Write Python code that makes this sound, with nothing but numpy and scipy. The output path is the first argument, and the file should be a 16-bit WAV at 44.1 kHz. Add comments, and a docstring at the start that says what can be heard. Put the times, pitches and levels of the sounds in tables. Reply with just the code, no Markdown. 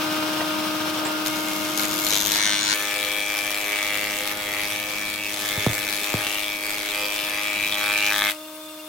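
"""A steady howl comes first: the three spinning knives of a workshop planer chop the air like a siren.
After a few short knocks and scrapes, the knives graze a rough plank and bite in. We then jump from where
the wood goes in to where it comes out. The knife that sticks out most bites once a turn, making the
plank and the steel hood ring and squeal. Wood splinters, chips spray out and a few hit the microphone.
When the plank has passed, the cutter spins on with nothing to cut."""
import sys
import numpy as np
from scipy import signal
from scipy.fft import rfft, irfft
from scipy.io import wavfile
from scipy.ndimage import uniform_filter1d, map_coordinates

SR = 44100
rng = np.random.default_rng(int(sys.argv[2]) if len(sys.argv) > 2 else 0)


def persist_wave(psi):
    """Save psi, clipped to +-1, as 16-bit WAV."""
    counts = np.round(np.clip(psi, -1, 1) * 32767).astype(np.int16)
    wavfile.write(sys.argv[1], SR, np.atleast_2d(counts).T)


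N = 391608
T = np.arange(N) / SR
HZ = np.fft.rfftfreq(N, 1 / SR)
ENTRY_S, EXIT_S = 2.095, 8.335  # the knives bite into the plank; its tail leaves them
MOVE_S, MOVE_FADE_S = 2.738, 0.017  # we jump from the infeed (wood in) to the outfeed (wood out)


# Overtones of the howl: multiple of the turn rate, relative infeed level/dB, relative outfeed level/dB
HOWL_OVERTONES = [(6, -1, 1), (9, -6, -9), (12, -2, -6), (15, -9, -14.5), (21, -15, -16.5),
                  (24, -12.5, -14.5)]

def howl(turns):
    """Three knives passing the table's edge chop the air like a siren."""
    # the plank shades the slot as it nears, then muffles it
    tone_db = crossfade(-30 - 1.5 * T - 5.5 * covered(), -44)
    overtones_db = crossfade(-34.5 - 2.5 * T - 5.5 * covered(), -45.5)
    pumping = loaded(1.95, 0.38) ** (moved() * in_cut())  # a heavier cut lifts the overtones
    overtones = sum(amp(crossfade(in_db, out_db)) * tone(k * turns, 0.052, 0.77)
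                    for k, in_db, out_db in HOWL_OVERTONES)
    overtones = out_of_step(pumping * overtones, 0.22) * pan(0.55)
    chop = out_of_step(tone(3 * turns, 0.012, 0.077), 0.25 * (1 - moved()))
    return amp(tone_db) * chop * crossfade(pan(3.8), pan(0.16)) + amp(overtones_db) * overtones


# Notes at which the machine's table rings: f/Hz, width/Hz, relative level/dB
TABLE_RINGS = [(1500, 530, -6), (2077, 660, 4.5)]
# The plank's main ring, shifting with the grain: t/s, relative level/dB, f/Hz
PLANK_RING = [(2.78, -37, 2286), (3.3, -31.5, 2335), (3.58, -33.5, 2320), (3.75, -29, 2260),
              (4.0, -30, 2257), (4.33, -36, 2200), (4.65, -30, 2280), (4.8, -32, 2290), (4.97, -29, 2340),
              (5.37, -38, 2290), (5.52, -33, 2174), (5.88, -30, 2290), (6.05, -31, 2280), (6.43, -31, 2340),
              (6.85, -33, 2220), (6.96, -32, 2380), (7.26, -32.5, 2382), (7.39, -27.5, 2280),
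              (7.66, -27, 2380), (7.75, -36, 2330), (8.0, -24.5, 2370), (8.1, -21.5, 2360),
              (8.15, -37, 2200), (8.28, -27, 2180)]

def plank(turns):
    """Each bite rings the plank, the table under it and the steel hood over it."""
    ring_db, ring_hz = curve(PLANK_RING)
    bite = bites(turns)
    chatter = (repeating(bite, 20) + 0.6 * noise()) * bursts(bite, 0.25, -9, 1.2)
    knocks = housing(blows(bite, spread_db=1.5), 0.95, -0.5)
    shaking = no_bass(knocks + 0.62 * chatter, 420)
    table = sum(amp(db) * resonate(shaking, hz, width) for hz, width, db in TABLE_RINGS)
    wood = amp(ring_db - 3) * resonate(shaking, ring_hz, 374)
    hood = resonate(shaking, 3450, 910) + amp(-3) * resonate(shaking, 3337, 130)
    return loaded(-44, 1.25) * table * pan(1.9) + wood * pan(2.9) + loaded(-40, 0.49) * hood * pan(0.4)


# How much of the main ring lingers: t/s, level/dB added to that of PLANK_RING
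LINGERING = [(2.8, -1.5), (3.3, 0), (3.8, -4.5), (4.95, -9), (7.3, -9.5), (7.6, -4.5), (8.05, -6),
             (8.15, -7)]
# The plank's lower ring: t/s, level/dB
LOW_RING = [(2.8, -35.5), (3.3, -40.5), (4.2, -43), (4.8, -41), (5.0, -42.5), (5.3, -44.5), (5.55, -37),
            (6.3, -45), (7.1, -48), (7.33, -37), (7.5, -49), (8.2, -38)]

def scream(turns):
    """Two sharp notes of the plank ring on from bite to bite; the upper one follows the grain."""
    knocks = blows(bites(turns), spread_db=2.5)
    ring_db, ring_hz = curve(PLANK_RING)
    high = amp(ring_db + curve(LINGERING)[0]) * resonate(knocks, ring_hz, width_hz=176)
    low = amp(curve(LOW_RING)[0]) * resonate(knocks, hz=1760, width_hz=72)
    return (high + low) * pan(0.94)


# Hard spots in the grain: middle t/s, half length/s, f/Hz, slide/(Hz per s), width/Hz, level/dB
HARD_SPOTS = [(2.15, 0.044, 3270, 0, 600, -38), (2.22, 0.076, 6400, 0, 900, -34),
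              (2.33, 0.031, 3680, 0, 900, -36), (2.393, 0.025, 1560, 0, 900, -37),
              (2.497, .11, 6160, -15, 600, -35), (2.665, 0.062, 6700, 0, 500, -29.5),
              (2.7, .025, 1940, 0, 800, -36), (3.296, 0.38, 3290, 100, 400, -41),
              (3.835, 0.17, 3330, -3, 400, -38.5), (3.895, 0.29, 2100, 0, 400, -35.5),
              (4.03, 0.24, 2680, 0, 300, -35), (4.55, 0.11, 2050, 0, 380, -36),
              (4.66, .2, 3500, 400, 300, -54), (5.243, .08, 2560, 0, 394, -32.5),
              (5.595, 0.14, 3490, 0, 260, -36.5), (6.033, 0.034, 3530, 0, 400, -38),
              (6.334, 0.12, 2780, 1000, 594, -30), (6.457, 0.078, 3300, 1500, 450, -34),
              (6.75, .16, 4540, 0, 600, -43), (7.01, .07, 4670, 0, 600, -37),
              (7.09, 0.19, 3380, 502, 280, -38.5), (7.2, 0.052, 3060, 0, 600, -32.5),
              (7.31, 0.14, 4900, 0, 350, -42), (7.372, 0.053, 2150, 0, 400, -37),
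              (7.48, 0.3, 2860, 0, 330, -37.5), (7.68, 0.14, 3900, -2, 330, -38),
              (7.736, 0.02, 3500, 0, 480, -27), (7.92, 0.12, 1750, 1.5, 566, -35.5),
              (8.034, 0.069, 2760, 1500, 480, -27.5), (8.116, 0.011, 1850, 0, 900, -28),
              (8.21, 0.078, 1320, 0, 350, -35.5), (8.22, 0.091, 3470, -7.5, 326, -28),
              (8.21, 0.12, 3720, 0, 328, -33), (8.2, 0.12, 1720, -3, 500, -28),
              (8.252, 0.052, 2130, 0, 450, -38)]

def squeals(turns):
    """At a hard spot every bite rings the wood at one more pitch, which may slide with the grain."""
    bite = bites(turns)
    chatter = evened((repeating(bite, 30) + 0.19 * noise()) * bursts(bite, 0.26, -19, 2.5))
    shaking = blows(bite, spread_db=2.5) + 0.42 * chatter
    out = np.zeros((2, N))
    for s, half, hz, slide, width, db in HARD_SPOTS:
        spot = abs(T - s) < 1.6 * half + 0.01
        since = T[spot] - s
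        swell = amp(db) * np.exp(-(since / half) ** 4)
        out[:, spot] += swell * resonate(shaking[:, spot], hz + slide * since, width)
    return out * crossfade(pan(4.2), pan(1.1))


# Strength of the tearing: t/s, relative level/dB
TEAR_LEVEL = [(2.8, -34.5), (2.89, -36.5), (4.33, -36.5), (4.34, -39.5), (4.58, -37.5), (5.0, -39),
              (5.15, -38.5), (5.17, -42.5), (5.47, -35), (6.32, -35.5), (6.59, -41), (6.69, -36.5),
              (6.86, -39), (6.94, -37), (7.51, -38.5), (8.28, -34)]
# Tone colour of its hiss: f/Hz, relative level/dB
TEAR_HISS = [(300, -32), (700, -2), (2500, 8), (4200, 5.5), (5200, 1), (6100, 2), (6800, 0.5), (7400, 0.5),
             (9000, -2.5), (11000, 0), (16000, -2)]
# Typical rings of large, medium and small chips: f/Hz
CHIP_RINGS = [5460, 9170, 13000]

def chips(turns):
    """Wood fibres tear at each bite, and the chips patter against the steel."""
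    bite = bites(turns)
    tearing = evened(noise() + 0.63 * repeating(bite, 4.3)) * bursts(bite, 0.31, -25, 1.84)
    hits_per_s, hit_decay_s = 900, 0.00046
    hits = (rng.random(N) < hits_per_s / SR) * amp(4.5 * np.minimum(rng.exponential(1, N), 3))
    patter = noise() * evened(signal.lfilter([1], [1, -np.exp(-1 / (hit_decay_s * SR))], hits))
    hiss = clumps(colour(tearing + 0.63 * patter, TEAR_HISS, steel=0.3), depth_db=1.7)
    # chips come in changing sizes, so their ring wanders and comes and goes
    ring = sum(resonate(tearing, hz * np.exp(0.093 * drift(53)), 4300) * evened(amp(2 * drift(8.9)))
               for hz in CHIP_RINGS)
    return (hiss + amp(-20) * ring) * amp(curve(TEAR_LEVEL)[0] + 6.5) * pan(4.45)


# Tone colour of a graze: f/Hz, relative level/dB
GRAZE_RASP = [(1000, -13), (4000, -2), (5700, -8), (6600, 0.5), (8500, -11), (9600, -4.5), (10200, -9),
              (11200, -4.5), (13800, -4), (14500, -10), (16000, -21)]
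# Tone colour of the cut into the plank's end: f/Hz, relative level/dB
ENTRY_RASP = [(300, -16), (750, -9.5), (950, 2.5), (1150, -5), (1600, 3.5), (1900, -2.5), (2250, 5),
              (2600, -1.5), (3300, 3), (3850, 7), (4250, 4.5), (4900, -3), (5400, 0), (6200, 2.5),
              (7000, -5.5), (8000, -6.5), (9600, -8.5), (12000, -16)]
# Strength of that cut: t/s, level/dB
ENTRY_LEVEL = [(2.1, -23.5), (2.27, -29.5), (2.34, -22), (2.45, -22), (2.65, -24.5), (2.71, -20.5)]

def first_cuts(turns):
    """The knives graze the plank's high spots, then bite into its end."""
    bite = bites(turns)
    scrape = (repeating(bite, 18) + 1.16 * noise()) * bursts(bite, 0.35, -46, 1.7)
    graze = colour(scrape, GRAZE_RASP, steel=1) * grazing()
    knocks = housing(blows(bite, spread_db=0.9), 0.3, -2)
    chatter = (repeating(bite, 22) + 0.35 * noise()) * bursts(bite, 0.22, -15, 0.8)
    entry = colour(0.3 * knocks + chatter, ENTRY_RASP) * amp(curve(ENTRY_LEVEL)[0])
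    return (graze + entry * during(ENTRY_S, EXIT_S)) * pan(4.7)


# High spots that touch the knives: start t/s, end t/s, level/dB
HIGH_SPOTS = [(1.249, 1.288, -23.5), (1.274, 1.483, -37), (1.47, 1.77, -34.5), (1.759, 1.875, -27.5),
              (1.868, 2.061, -28.5), (2.039, 2.392, -25.5)]

def grazing():
    """How strongly the knives rasp on the high spots."""
    return sum(amp(db) * during(start, end, fade_s=0.017) for start, end, db in HIGH_SPOTS)


# Knocks and scrapes (first six rows), the sharp first strike of the knives on a high spot (seventh row), then
# cracks: # t/s, level/dB, decay/s, treble limit f/Hz, ring f/Hz, ring level/dB against the burst
KNOCKS_AND_CRACKS = [(.225, -32, 0.009, 2000, 1200, -10), (0.407, -24, 0.018, 3000, 886, -17),
                     (1.014, -31, 0.047, 1590, 1200, -15), (1.05, -36, 0.02, 9000, 7650, 0),
                     (1.058, -30.5, .022, 3500, 780, -6), (1.068, -40, 0.014, 12000, 8350, -1),
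                     (1.2617, -25, .003, 9000, 4000, -3), (1.796, -19.5, 0.0026, 10000, 4220, -3),
                     (1.824, -32, .012, 8000, 2300, -15), (1.841, -28, 0.012, 8000, 2420, -9),
                     (2.066, -25, 0.013, 5000, 4130, 1), (2.126, -24, 0.011, 7000, 3400, -8),
                     (3.828, -21, 0.0024, 14000, 2300, -4), (5.3415, -19.5, 0.0025, 14000, 3380, -16),
                     (5.965, -28, .003, 12000, 6000, -11), (6.268, -21, 0.0021, 9000, 2670, 0),
                     (7.122, -26, 0.0033, 14000, 12000, -8), (7.162, -25, 0.0033, 14000, 4970, -3)]

def knocks_and_cracks():
    """Short knocks and scrapes at the infeed, the sharp first strike of a graze, then sharp cracks of
    splintering wood."""
    out, hiss, t = np.zeros((2, N)), noise(), T[:SR // 4]
    hz = np.fft.rfftfreq(len(t), 1 / SR)
    for s, db, decay, bright_hz, ring_hz, ring_db in KNOCKS_AND_CRACKS:
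        span = slice(round(s * SR), round(s * SR) + len(t))
        spectrum = rfft(hiss[:, span]) * hz ** 2 / (hz ** 2 + 160 ** 2)  # takes out the bass
        burst = evened(irfft(spectrum / (1 + (hz / bright_hz) ** 4), len(t)))
        ring = evened(irfft(spectrum / (1 + ((hz - ring_hz) / 300) ** 2), len(t)))
        out[:, span] += amp(db) * (burst + amp(ring_db) * ring) * np.exp(-t / decay)
    return out * pan(1.3)


# Chips hitting the microphone: t/s, level/dB, pitch drop f/Hz
CHIP_HITS = [(5.577, -24.5, 448), (5.6645, -11, 1250), (5.698, -26, 296), (6.1398, -17.5, 1400)]
# Tone colour of the draught: f/Hz, relative level/dB
DRAUGHT_RUMBLE = [(20, 1.5), (45, -0.5), (100, -1), (200, 1.5), (400, 2.5), (900, 0), (2000, -30)]

def thumps_and_draught():
    """Chips hit the microphone with a falling thump and a low ring; moving air rumbles on it."""
    thumps, t = np.zeros(N), T[:SR // 3]
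    close_air = amp(-49) * covered() * (1 - moved()) + amp(-23) * grazing()
    for s, db, drop_hz in CHIP_HITS:
        hz = 75 + drop_hz / (1 + t / 0.0027) ** 2
        envelope = np.exp(-(t / 0.014) ** 3) * (1 - np.exp(-t / 0.00014))
        blow = -np.sin(2 * np.pi * np.cumsum(hz) / SR) * envelope
        ring = amp(-11) * np.sin(2 * np.pi * 110 * t) * np.exp(-t / 0.04) * (1 - np.exp(-t / 0.007))
        thumps[round(s * SR):][:len(t)] += amp(db) * (blow + ring)
        close_air[round(s * SR):][:len(t)] += amp(db - 25) * np.exp(-t / 0.047)  # the chip's wake
    draught = close_air + amp(-45.5) * moved() * in_cut(lead_s=0.097)
    gusts = amp(1.3 * drift(31))
    rumble = colour(rng.standard_normal(N) * gusts, DRAUGHT_RUMBLE)
    swirls = colour(rng.standard_normal((2, N)) * gusts, DRAUGHT_RUMBLE)  # each touches one side only
    return thumps * pan(-2.1) + rumble * draught + amp(-3.5) * swirls * close_air


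# The frame's low thrum: t/s, level/dB
THRUM_LEVEL = [(3.7, -68), (3.95, -54.5), (5.9, -54.5), (6.6, -93), (7.3, -74), (7.6, -55)]
# Its drone: multiple of the turn rate, relative level/dB at MOVE_S, relative level/dB at EXIT_S
DRONE_TONES = [(4, -48, -51.5), (5, -44, -51), (7, -48.5, -57.5), (8, -50, -47.5), (10, -56, -54),
               (11, -53.5, -52.5), (13, -51, -55.5), (14, -50.5, -49.5)]

def frame(turns):
    """The effort of cutting shakes the metal frame at multiples of the turn rate."""
    thrum = tone(turns, 0.041, 1.1) + amp(1.5) * tone(2 * turns, 0.14, 1.5)
    drone = np.zeros(N)
    for k, *ends_db in DRONE_TONES:
        level = amp(np.interp(T, [MOVE_S, EXIT_S], ends_db))
        drone += level * tone(k * turns, 0.04, 2.3) * evened(amp(2.2 * drift(2.6)))
    return amp(curve(THRUM_LEVEL)[0]) * thrum + loaded(-0.65, 0.49) * drone


# Tone colour of the air at the infeed: f/Hz, relative level/dB
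INFEED_RUSH = [(30, -46), (60, -33), (90, -7), (200, 0.5), (380, -5.5), (520, -2.5), (1250, 1), (1550, -1),
               (1900, -7.5), (2250, -4), (3200, -1.5), (5500, -8.5), (7500, -15), (11000, -15.5),
               (16000, -13.5)]

def infeed_air(turns):
    """Rushing air flutters with each knife and softens as the plank covers the slot."""
    flutter = amp(0.87 * drift(29)) * (1 + 0.14 * np.cos(2 * np.pi * 3 * turns))
    level = amp(-27 - 1.5 * T - 2 * covered())
    return level * colour(noise() * flutter, INFEED_RUSH, steel=0.83) * pan(2.6)


# Tone colour of the air at the outfeed: f/Hz, relative level/dB
OUTFEED_RUSH = [(30, -26), (60, -17), (105, 1.5), (300, 2), (400, -2), (550, 11), (780, 3.5), (1150, 12),
                (1600, 5), (1930, 3), (2200, 5.5), (4400, 7), (5500, 2), (16000, 4.5)]

def outfeed_air():
    """Air rushes and whistles through the spinning cutter."""
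    return (amp(-41) * colour(noise(), OUTFEED_RUSH, steel=0.92) + whistles()) * pan(3.2)


# Tones of the drive: f/Hz, level/dB, left-right phase/rad
HUM_TONES = [(104, -50, 3), (148.5, -83, 2), (211, -47.5, -1.5), (344, -48.5, -1), (1025, -59, 0),
             (1418, -38.5, -2.5), (2800, -43, -2)]

def drive_hum():
    """The drive hums, more softly once the plank covers the knives."""
    hum = sum(amp(db) * out_of_step(tone(hz * T, 0.035, 3.9), lag) for hz, db, lag in HUM_TONES)
    return amp(-6 * covered()) * hum


def singing_gap():
    """The plank narrows the gap in front of the knives, which sings until it is covered."""
    narrowing = np.clip((T - 1.2) / 0.17, 0, 1) * (1 - covered())
    return narrowing * amp(-39.5) * resonate(noise(), hz=2170, width_hz=73)


# Hollows in the cutter: f/Hz, width/Hz, level/dB, flicker/dB
HOLLOWS = [(2765, 80, -53, 14), (3533, 130, -49.5, 5), (7970, 330, -58, 8), (9550, 130, -54.5, 11)]

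def whistles(chirping=1):
    """Hollows of the spinning cutter whistle in uneven chirps, or steadily if chirping is 0."""
    return sum(
        amp(db) * evened(resonate(noise(), hz, width) * amp(chirping * flicker * np.tanh(drift(24))))
        for hz, width, db, flicker in HOLLOWS)


def housing(x, t60_s, echo_db, count=60):
    """Adds quick echoes between table, hood and walls."""
    delays_s = rng.uniform(0.00084, 0.04, (2, count))
    echoes = rng.choice([-1, 1], delays_s.shape) * amp(-60 * delays_s / t60_s)
    taps = np.zeros((2, SR // 20))
    np.put_along_axis(taps, (delays_s * SR).astype(int), echoes, 1)
    taps *= amp(echo_db) / np.linalg.norm(taps, axis=1, keepdims=True)
    taps[:, 0] = 1  # the direct sound
    return signal.oaconvolve(np.atleast_2d(x), taps, axes=1)[:, :N] / np.sqrt(1 + amp(2 * echo_db))


def workshop(x, t60_s=0.13, echo_db=-16.5):
    """Adds the faint echo of the walls, which falls by 60 dB in t60_s."""
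    t = T[:SR // 2]
    tail = rng.standard_normal((2, len(t))) * amp(-60 * t / t60_s) * np.minimum(t / 0.0036, 1)
    return x + amp(echo_db) * signal.oaconvolve(x, tail / np.linalg.norm(tail[0]), axes=1)[:, :N]


# Load on the knives as the plank thickens and thins: t/s, level/dB
KNIFE_LOAD = [(2.8, -29), (3.4, -33), (3.82, -31), (4.35, -34), (4.6, -32), (5.18, -44.5), (5.52, -30.5),
              (5.9, -39.5), (6.25, -30.5), (6.55, -41), (6.85, -38.5), (6.97, -27.5), (7.15, -34.5),
              (7.33, -29), (7.65, -36), (7.85, -24.5), (8.06, -31.5), (8.18, -27)]

def loaded(usual_db, db_per_db, usual_load_db=-33.5):
    """Gain of a sound that grows when the knives work harder."""
    return amp(usual_db + db_per_db * (curve(KNIFE_LOAD)[0] - usual_load_db))


def covered(fade_s=0.083):
    """How far the plank's end covers the knives, 0-1."""
    return np.clip((T - ENTRY_S) / fade_s + 0.5, 0, 1)


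def moved():
    """Where we listen: 0 at the infeed, 1 at the outfeed."""
    return np.clip((T - MOVE_S) / MOVE_FADE_S + 0.5, 0, 1)


def crossfade(at_infeed, at_outfeed):
    """A value that changes with where we listen."""
    return at_infeed + (at_outfeed - at_infeed) * moved()


def in_cut(lead_s=0.039, fall_db_per_s=446):
    """One until just before the plank's tail leaves, then dying quickly."""
    return amp(-fall_db_per_s * np.maximum(T - EXIT_S + lead_s, 0))


def bites(turns):
    """Turns counted from the bite of the knife that sticks out most, as heard at each place."""
    return turns - 0.98 + 0.11 * moved()


def blows(bite, spread_db):
    """One clean blow a turn."""
    return evened(np.exp(-((bite % 1 - 0.035) / 0.0026) ** 2) * per_turn(bite, spread_db))


def bursts(turns, decay, between_db, spread_db):
    """Loudness of one bite a turn: a sharp rise, then a decay counted in turns."""
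    phase = turns % 1
    shape = (1 - np.exp(-phase / 0.011)) * np.exp(-phase / decay)
    return evened(shape * per_turn(turns, spread_db) + amp(between_db))


def per_turn(turns, spread_db):
    """A new random strength for every turn."""
    return amp(spread_db * rng.standard_normal(1024))[turns.astype(int) + 1]


def repeating(turns, memory_turns, size=430):
    """Noise that nearly repeats every turn, since each bite meets almost the same grain."""
    fresh = rng.standard_normal((2, 1024, size))
    grain = signal.lfilter([1], [1, -np.exp(-1 / memory_turns)], fresh, axis=1)
    place = [np.floor(turns) + 1, turns % 1 * size]
    sides = [np.tanh(evened(map_coordinates(g, place, order=3, mode="nearest"))) for g in grain]
    return evened(pair(*sides))


def clumps(x, depth_db, size=256):
    """Shavings leave in clumps, each with its own tone colour."""
    spectra = signal.stft(x, nperseg=size)[2]
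    patches = rng.standard_normal(spectra.shape[1:])
    for axis, span in 2 * [(0, 5), (1, 24)]:  # smooth across pitch and time
        patches = uniform_filter1d(patches, span, axis)
    return evened(signal.istft(spectra * amp(depth_db * evened(patches)), nperseg=size)[1][:, :N])


# Notes at which the steel hood and slot ring: f/Hz, width/Hz, boost/dB at steel=1
STEEL_RINGS = [(3150, 91, 0.5), (4300, 350, 0), (5350, 270, 5.5), (6000, 250, 2), (9070, 290, 0),
               (11100, 450, 1), (12400, 600, -0.5), (13650, 830, 3.5)]

def colour(x, points, steel=0):
    """Gives a sound a tone colour, with a share of the steel's ringing on top."""
    lift = steel * sum(db / (1 + (2 * (HZ - hz) / width) ** 2) for hz, width, db in STEEL_RINGS)
    return evened(irfft(rfft(x) * amp(across_pitch(points) + lift), N))


# How alike left and right sound: f/Hz, likeness (0-1)
LIKENESS = [(30, 1), (100, 1), (400, 0.8), (1000, 0.22), (2200, 0.53), (4000, 0.18), (16000, 0.68)]

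def pair(a, b):
    """Makes two unrelated signals partly alike, as at two nearby microphones."""
    same = np.clip(across_pitch(LIKENESS), 0, 1)
    return np.array([a, irfft(same * rfft(a) + np.sqrt(1 - same ** 2) * rfft(b), N)])


def noise():
    """White noise, left and right."""
    return pair(*rng.standard_normal((2, N)))


def tone(cycles, waver, flutter_db):
    """A slightly unsteady pure tone."""
    phase = cycles + rng.random() + waver * drift(13.6)
    return np.sqrt(2) * np.sin(2 * np.pi * phase) * amp(flutter_db * drift(9))


def resonate(x, hz, width_hz):
    """Makes a sound ring at a pitch that may slide; a smaller width rings longer."""
    spin = np.exp(2j * np.pi * np.cumsum(hz * np.ones(x.shape[-1])) / SR)
    r = np.exp(-np.pi * abs(width_hz) / SR)
    return evened((spin * signal.lfilter([(1 - r) ** 2], [1, -2 * r, r * r], x / spin + 1e-18)).real)


def no_bass(x, hz):
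    """Takes out the bass below hz."""
    return signal.sosfilt(signal.butter(2, hz, "highpass", fs=SR, output="sos"), x)


def out_of_step(x, radians):
    """Wall echoes put left and right out of step."""
    return (signal.hilbert(x) * np.exp(0.5j * radians * np.array([[1], [-1]]))).real


def pan(left_db):
    """Gains that make the left side louder by left_db."""
    return amp([[left_db / 2], [-left_db / 2]])


def drift(rate_hz, size=8192):
    """A smooth random wobble of typical size 1."""
    hz = np.fft.rfftfreq(size, T[-1] / size)
    slow = irfft(rfft(rng.standard_normal(size)) / (1 + (hz / rate_hz) ** 4), size)
    return np.interp(T, np.linspace(0, T[-1], size), evened(slow))


def during(start, end, fade_s=0.011):
    """One between two times, zero outside."""
    return np.clip(np.minimum(T - start, end - T) / fade_s, 0, 1)


def curve(rows):
    """Joins the rows of a time table into one line per column."""
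    s, *columns = np.transpose(rows)
    return [np.interp(T, s, c) for c in columns]


def across_pitch(points):
    """Joins the rows of a frequency table along a pitch scale."""
    hz, value = np.transpose(points)
    return np.interp(np.log(HZ + 1), np.log(hz + 1), value)


def amp(db):
    """Decibels to gain."""
    return 10 ** (np.asarray(db) / 20)


def evened(x):
    """Scales to an average strength (rms) of 1."""
    return x / np.sqrt(np.mean(x ** 2) + 1e-20)


# Speed of the cutter, sagging in the cut: t/s, turn rate f/Hz
CUTTER_SPEED = [(0, 103.086), (2.25, 103.029), (2.95, 102.604), (4.3, 102.799), (5.15, 103.115),
                (5.9, 102.665), (6.65, 102.994), (7.9, 102.937), (8.25, 102.551), (8.45, 103.584),
                (8.88, 103.196)]

def scene():
    """One spinning cutter sets the pace of the howl and of every bite."""
    turns = np.cumsum(curve(CUTTER_SPEED)[0]) / SR
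    at_infeed, at_outfeed = np.sqrt(1 - moved()), np.sqrt(moved())
    ringing = (plank(turns) + scream(turns) + frame(turns)) * in_cut()
    spray = chips(turns) * in_cut(lead_s=0.022)
    wood = workshop(at_outfeed * (ringing + spray) + squeals(turns) * in_cut())
    siren = howl(turns)
    infeed = infeed_air(turns) + drive_hum() + first_cuts(turns) + singing_gap()
    infeed += amp(1.5) * whistles(chirping=0)
    planer = siren + wood + at_infeed * infeed + at_outfeed * outfeed_air()
    return planer + knocks_and_cracks() + thumps_and_draught()


def record(dry, right_lag_s=1.6e-5, top_hz=16050):
    """The right side hears the machine slightly later, and the highest treble is cut off."""
    right = irfft(rfft(dry[1]) * np.exp(-2j * np.pi * HZ * right_lag_s), N)
    lowpass = signal.firwin(401, top_hz, window=("kaiser", 8), fs=SR)
    return signal.oaconvolve(np.array([dry[0], right]), lowpass[None], "same")


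dry = scene()
out = record(dry)
persist_wave(out)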